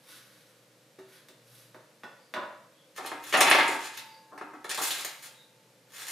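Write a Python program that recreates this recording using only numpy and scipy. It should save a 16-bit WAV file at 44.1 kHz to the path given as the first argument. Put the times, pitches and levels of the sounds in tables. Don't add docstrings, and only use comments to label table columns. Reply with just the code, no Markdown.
import sys
import numpy as np
from scipy import signal
from scipy.fft import rfft, irfft
from scipy.io import wavfile

SR = 44100
rng = np.random.default_rng(int(sys.argv[2]) if len(sys.argv) > 2 else 0)


def unload_wav(signal):
    wavfile.write(
        sys.argv[1],
        SR,
        np.round(np.clip(np.atleast_2d(signal).T, -1, 1) * 32767).astype(np.int16),
    )


N = 269451
T = np.arange(N) / SR

# start_s, level_db, hardness_db, rattle_s
WORKTOP_KNOCKS = [(0.99, -57.5, 4, 0.011), (1.286, -63, 12.5, 0.0038), (1.746, -53, -1, 0.0051),
                  (2.035, -45.5, 1.5, 0.0076), (2.339, -40, 9.5, 0.00085), (2.363, -34, -7, 0.012),
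                  (2.434, -44.5, -6, 0.0042)]
# start_s, level_db, hardness_db, rattle_s
DRAWER_BLOWS = [(2.981, -37, -14, 0.02), (3.048, -40, -13, 0.0066), (3.117, -35.5, -10, 0.0077),
                (3.326, -32, 9.5, 0.021), (3.34, -21, -0.5, 0.015), (3.374, -20, -19, 0.059),
                (3.411, -20, -1.5, 0.00092), (3.467, -23.5, 3.5, 0.021), (3.513, -20.5, 5.5, 0.0005),
                (3.548, -20.5, 0.5, 0.0024), (3.581, -21.5, 0, 0.026), (3.684, -28, -17, 0.025),
                (4.316, -44, -38, 0.034), (4.378, -44.5, -4.5, 0.0052), (4.412, -40.5, -16, 0.012),
                (4.534, -44.5, -17, 0.021), (4.646, -41, -8, 0.009), (4.777, -31.5, -17, 0.034)]
# start_s, tick_db, ring_db
STEEL_CLINKS = [(3.062, -42.5, -57), (3.239, -48, -79), (3.372, -44, -35), (3.407, -22.5, -31),
                (3.5, -30.5, -46), (3.679, -41, -57), (3.975, -43, -77), (4.644, -53.5, -59.5),
                (4.694, -40, -64), (4.746, -39, -54), (4.776, -38.5, -50), (4.907, -35.5, -50),
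                (5.048, -34.5, -68)]
# peak_s, rise_s, level_db, treble_db
UTENSIL_SCRAPES = [(2.975, 0.014, -39, -8), (3.075, 0.034, -43, -20), (3.31, 0.051, -40.5, -5.5),
                   (3.425, .012, -23.5, -5), (3.72, 0.062, -38.5, -8), (3.855, 0.041, -38, -16),
                   (3.98, 0.038, -43.5, -12), (4.71, 0.012, -30.5, -12), (4.852, 0.036, -32, 3),
                   (4.915, 0.0051, -31.5, 1.5), (4.99, 0.047, -36, -4), (5.085, 0.014, -38.5, -18),
                   (5.25, 0.026, -42.5, 0.5), (6.0, 0.048, -40.5, -4.5), (6.11, 0.04, -35.5, 0)]
# peak_s, rise_s, level_db, treble_db
SLEEVE_SWISHES = [(.135, 0.042, -56, 4), (.29, 0.26, -63, 0), (1.15, 0.054, -57.5, -1.5),
                  (1.58, 0.079, -64, 8.5)]
# peak_s, centre_hz, level_db
THIN_TONES = [(2.23, 4760, -69), (2.80, 3280, -68.5), (4.12, 4770, -59.5), (5.39, 3780, -62)]
# start_s, pitch_hz, level_db
SET_DOWN_TONES = [(0.987, 382, -48.5), (2.034, 2670, -60.5), (2.034, 5180, -67)]
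EDGE_CATCHES = dict(per_s=70, spread_db=4)

# pitch_hz, energy_share_db, t60_s
WORKTOP_MODES = [(241.5, -15.5, 0.093), (394, -32, 0.34), (560, -9.5, 0.13), (616.6, -4, 0.11),
                 (946, -8.5, 0.08), (1446, -18, 0.26), (2670, -21, 0.18), (3550, -15, 0.025)]
# pitch_hz, energy_share_db, t60_s
DRAWER_MODES = [(300, -15, .25), (390, -14, .4), (540, -20, .2), (767, -17, .35), (924, -10, .3),
                (1139, -20, .35), (1298, -20, .35), (1330, -19, .4), (1630, -19, .4), (1960, -16, .35),
                (2044, -18, .3), (2105, -16, .3), (2360, -20, .35), (2469, -16, .4), (2542, -18, .3),
                (2812, -20, .3), (3270, -21, .2), (3408, -21, .2)]
# pitch_hz, energy_share_db, t60_s
STEEL_MODES = [(5426, -15, .3), (6309, -15, .3), (6815, -4, .4), (7122, -14, .3), (8810, -10, .3),
               (9539, -14, .25), (9880, -15, .3), (10993, -4, .3), (12740, -13, .2), (14200, -21, .15)]
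# pitch_hz, relative_level_db, t60_s
PAN_MODES = [(882.5, -52, 5.0), (885.8, -61, 4.0), (1077, -58, 2.2), (1674, -53, 2.0), (2304, -58, 1.8)]
PAN_STRUCK_S, PAN_GAIN_DB = 3.512, 2.5

# frequency_hz, relative_level_db
KNOCK_SPECTRUM = [(40, -34), (120, -8.5), (250, 9.5), (600, 9.5), (1100, 10.5), (1900, 8.5), (2450, -1),
                  (3800, -7), (5000, -15), (8000, -26), (15000, -27)]
# frequency_hz, relative_level_db
BLOW_SPECTRUM = [(40, -16.5), (85, -23), (170, -23.5), (280, -2), (470, -2), (900, 3), (1450, 1), (2200, 3),
                 (3300, -7), (4800, -16), (9000, -26), (12000, -21.5), (15500, -53)]
# frequency_hz, relative_level_db
TICK_SPECTRUM = [(60, -18), (400, -1.5), (1500, -3), (3800, 6), (5200, -5), (7500, 2.5), (11000, -3.5),
                 (15500, -17)]
# frequency_hz, relative_level_db
SCRAPE_SPECTRUM = [(60, -40.5), (250, -5.5), (700, 1.5), (1600, 9.5), (4000, 8.5), (5200, 7), (7200, 9),
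                   (10000, 8), (12500, 3), (15500, -5)]
# frequency_hz, relative_level_db
CLOTH_SPECTRUM = [(100, -24), (700, -8), (1500, 5.5), (2500, 0.5), (3800, 2), (8000, -6.5), (11500, -1.5),
                  (15500, -21)]
# frequency_hz, relative_level_db
HISS_SPECTRUM = [(18, -81.5), (30, -18.5), (90, -42), (127, 1.5), (259, -4.5), (303, -3.5), (415, -9.5),
                 (512, 4), (649, -10), (937, -11), (2010, -12.5), (3400, -15), (3670, -14), (13000, -21.5),
                 (16000, -42.5)]
# centre_hz, width_hz, level_db
DRONE_RESONANCES = [(119.7, 2.2, -73), (310, 10, -78), (522, 210, -73)]

# frequency_hz, t60_s
ROOM_DECAY = [(125, 0.7), (400, 0.6), (1000, 0.6559), (2500, 0.59), (6000, 0.53), (14000, 0.75)]
# frequency_hz, side_gain_db
STEREO_WIDTH = [(100, -17), (300, -20.5), (650, -15), (1300, -7.5), (5000, -7), (10000, -9.5), (14000, 1.5)]
# frequency_hz, relative_level_db
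EARLY_SPECTRUM = [(400, 10.5), (1400, -3.5), (3500, 1), (8000, 16)]
# frequency_hz, relative_level_db
DIRECT_SPECTRUM = [(300, -27), (1200, -11), (2500, -6.5), (8000, -13), (14000, -1.5)]


def undb(db):
    return 10 ** (np.asarray(db) / 20)


def unit(x):
    return x / np.sqrt(np.sum(x ** 2))


def contour(points, hz):
    at, value = np.transpose(points)
    return np.interp(np.log(np.maximum(hz, 1)), np.log(at), value)


def response(points, size=2048):
    gain = undb(contour(points, np.fft.rfftfreq(size, 1 / SR)))
    cepstrum = irfft(np.log(gain))
    cepstrum[1:size // 2] *= 2
    cepstrum[size // 2 + 1:] = 0
    return irfft(np.exp(rfft(cepstrum)))


def through(x, h):
    return signal.fftconvolve(x, h)[:N]


def add(track, s, x):
    i = int(s * SR)
    track[i:i + len(x)] += x[:N - i]


def decay(t, t60):
    return np.exp(-np.log(1000) * t / t60)


def ring(modes, detune=0, scatter_db=0):
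    t = T[:SR // 2]
    out = np.zeros(len(t))
    for hz, db, t60 in modes:
        weight_shift, pitch_shift = rng.standard_normal(2)
        pitch = hz * (1 + detune * pitch_shift)
        mode = unit(np.cos(2 * np.pi * pitch * t) * decay(t, t60))
        out += undb(db + scatter_db * weight_shift) * mode
    return out


def body(spectrum, modes, crack_db, ring_db, detune):
    h = undb(ring_db) * ring(modes, detune, scatter_db=0.5)
    add(h, 0, undb(crack_db) * unit(response(spectrum)))
    return h


def narrow(hz, width):
    f = np.fft.rfftfreq(N, 1 / SR)
    resonance = 1 / (1 + ((f - hz) / width) ** 2) ** 2
    band = irfft(rfft(rng.standard_normal(N)) * resonance, N)
    return np.sqrt(N) * unit(band)


def contact(db, hard_db, firm_db, thud, click, treble_db):
    light_db = firm_db - db
    thud_db = thud * light_db
    top_db = hard_db + treble_db + click * light_db
    shape = [(160, -2), (280, thud_db), (400, thud_db), (620, 0.086), (1300, -0.17),
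             (2800, hard_db), (8000, top_db), (15000, top_db - 6)]
    return np.sqrt(SR / 20) * undb(db) * response(shape)


def grains(per_s, spread_db):
    size = undb(spread_db * np.clip(rng.standard_normal(N), -2, 2))
    happens = rng.random(N) < per_s / SR
    sign = np.sign(rng.standard_normal(N))
    return np.sqrt(N) * unit(happens * sign * size)


def rub(strokes, spectrum, grit, fall_share):
    rough = through(grit, unit(response(spectrum)))
    high_pass = signal.butter(1, 5000, "high", fs=SR, output="sos")
    treble = signal.sosfilt(high_pass, rough)
    out = np.zeros(N)
    for peak_s, rise_s, db, treble_db in strokes:
        spread_s = np.where(T < peak_s, rise_s, fall_share * rise_s)
        swell = np.exp(-.5 * ((T - peak_s) / spread_s) ** 2)
        out += undb(db) * swell * (rough + (undb(treble_db) - 1) * treble)
    return out


def rattle(length_s, bounce_db=-29, soft_s=0.017):
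    t = T[:SR // 5]
    bounces = grains(per_s=400, spread_db=1.5)[:len(t)]
    force = undb(bounce_db) * bounces * np.exp(-t / length_s)
    force[0] = np.exp(-length_s / soft_s)
    return unit(force)


def stereo(mid, side):
    side = through(side, response(STEREO_WIDTH))[:len(mid)]
    return np.array([mid + side, mid - side])


def hum():
    hiss_db, side_db = -62.5, 1
    hiss = unit(response(HISS_SPECTRUM))
    mid = undb(hiss_db) * through(rng.standard_normal(N), hiss)
    side = undb(hiss_db + side_db) * through(rng.standard_normal(N), hiss)
    drone = sum(undb(db) * narrow(hz, width) for hz, width, db in DRONE_RESONANCES)
    return stereo(mid + drone, side)


def swishes():
    slips = grains(per_s=4000, spread_db=10.5)
    return rub(SLEEVE_SWISHES, CLOTH_SPECTRUM, slips, fall_share=0.71)


def rings(tone_t60=0.51):
    out = np.zeros(N)
    for s, hz, db in SET_DOWN_TONES:
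        add(out, s, ring([(hz, db, tone_t60)]))
    for s, _, ring_db in STEEL_CLINKS:
        add(out, s, undb(ring_db) * ring(STEEL_MODES, detune=.001, scatter_db=2))
    return np.sqrt(SR / 20) * out


def knocks():
    out = np.zeros(N)
    for s, db, hard_db, length_s in WORKTOP_KNOCKS:
        push = contact(db, hard_db, firm_db=-42, thud=0.49, click=0.65, treble_db=-4)
        force = through(rattle(length_s), push)
        wood = body(KNOCK_SPECTRUM, WORKTOP_MODES, crack_db=-2.5, ring_db=-3.0, detune=0.02)
        add(out, s, through(force, wood))
    return out


def thin_tones(spread_s=.04):
    out = np.zeros(N)
    for peak_s, hz, db in THIN_TONES:
        swell = np.exp(-.5 * ((T - peak_s) / spread_s) ** 2)
        out += undb(db) * swell * narrow(hz, 370)
    return out


def scrapes(ring_db=-14, catch_db=-15):
    slips = grains(per_s=2600, spread_db=16.0)
    grit = slips + undb(catch_db) * grains(**EDGE_CATCHES)
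    slide = rub(UTENSIL_SCRAPES, SCRAPE_SPECTRUM, grit, fall_share=0.57)
    return slide + undb(ring_db) * through(slide, ring(DRAWER_MODES))


def drawer():
    out = np.zeros(N)
    for s, db, hard_db, length_s in DRAWER_BLOWS:
        push = contact(db, hard_db, firm_db=-21, thud=.24, click=0.42, treble_db=-1.5)
        force = through(rattle(length_s), push)
        loaded = body(BLOW_SPECTRUM, DRAWER_MODES, crack_db=-1.5, ring_db=-3, detune=0.0034)
        add(out, s, through(force, loaded))
    return out


def clinks(chatter_s=0.00056):
    out, t = np.zeros(N), T[:SR // 20]
    tick = unit(response(TICK_SPECTRUM))
    for s, tick_db, _ in STEEL_CLINKS:
        chatter = unit(rng.standard_normal(len(t)) * np.exp(-t / chatter_s))
        add(out, s, undb(tick_db) * through(chatter, tick))
    return np.sqrt(SR / 20) * out


def pan():
    t = np.maximum(T - PAN_STRUCK_S, 0)
    out = np.zeros(N)
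    for hz, db, t60 in PAN_MODES:
        out += undb(db + PAN_GAIN_DB) * np.sin(2 * np.pi * hz * t) * decay(t, t60)
    return np.sqrt(2) * out


def kitchen(x, direct_db, early_db, early_s=0.014, build_s=0.00032):
    t = T[:SR]
    hz = np.fft.rfftfreq(SR, 1 / SR)
    centres = np.geomspace(60, 16000, 9)
    noise = rfft(rng.standard_normal((2, SR)))
    reflections = np.zeros((2, SR))
    for centre, pick in zip(centres, np.eye(len(centres))):
        band = irfft(noise * contour(np.c_[centres, pick], hz), SR)
        late = decay(t, contour(ROOM_DECAY, centre))
        early = undb(early_db + contour(EARLY_SPECTRUM, centre)) * np.exp(-t / early_s)
        build_up = 1 - np.exp(-t / build_s)
        reflections += band * unit((early + late) * build_up)
    mid, side = reflections
    add(mid, 0, undb(direct_db) * response(DIRECT_SPECTRUM))
    return np.array([through(x, h) for h in stereo(mid, side)])


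def scene():
    worktop_side = kitchen(swishes() + knocks() + thin_tones(), direct_db=2.0, early_db=-9.0)
    drawer_side = kitchen(scrapes() + drawer() + clinks(), direct_db=0.0, early_db=-4.5)
    return worktop_side + drawer_side + rings() + pan() + hum()


def record(dry, low_cut_hz=85, top_hz=15500):
    high_pass = signal.butter(2, low_cut_hz, "high", fs=SR, output="sos")
    low_pass = signal.ellip(10, .2, 80, top_hz, fs=SR, output="sos")
    return signal.sosfilt(low_pass, signal.sosfilt(high_pass, dry))


dry = scene()
out = record(dry)
unload_wav(out)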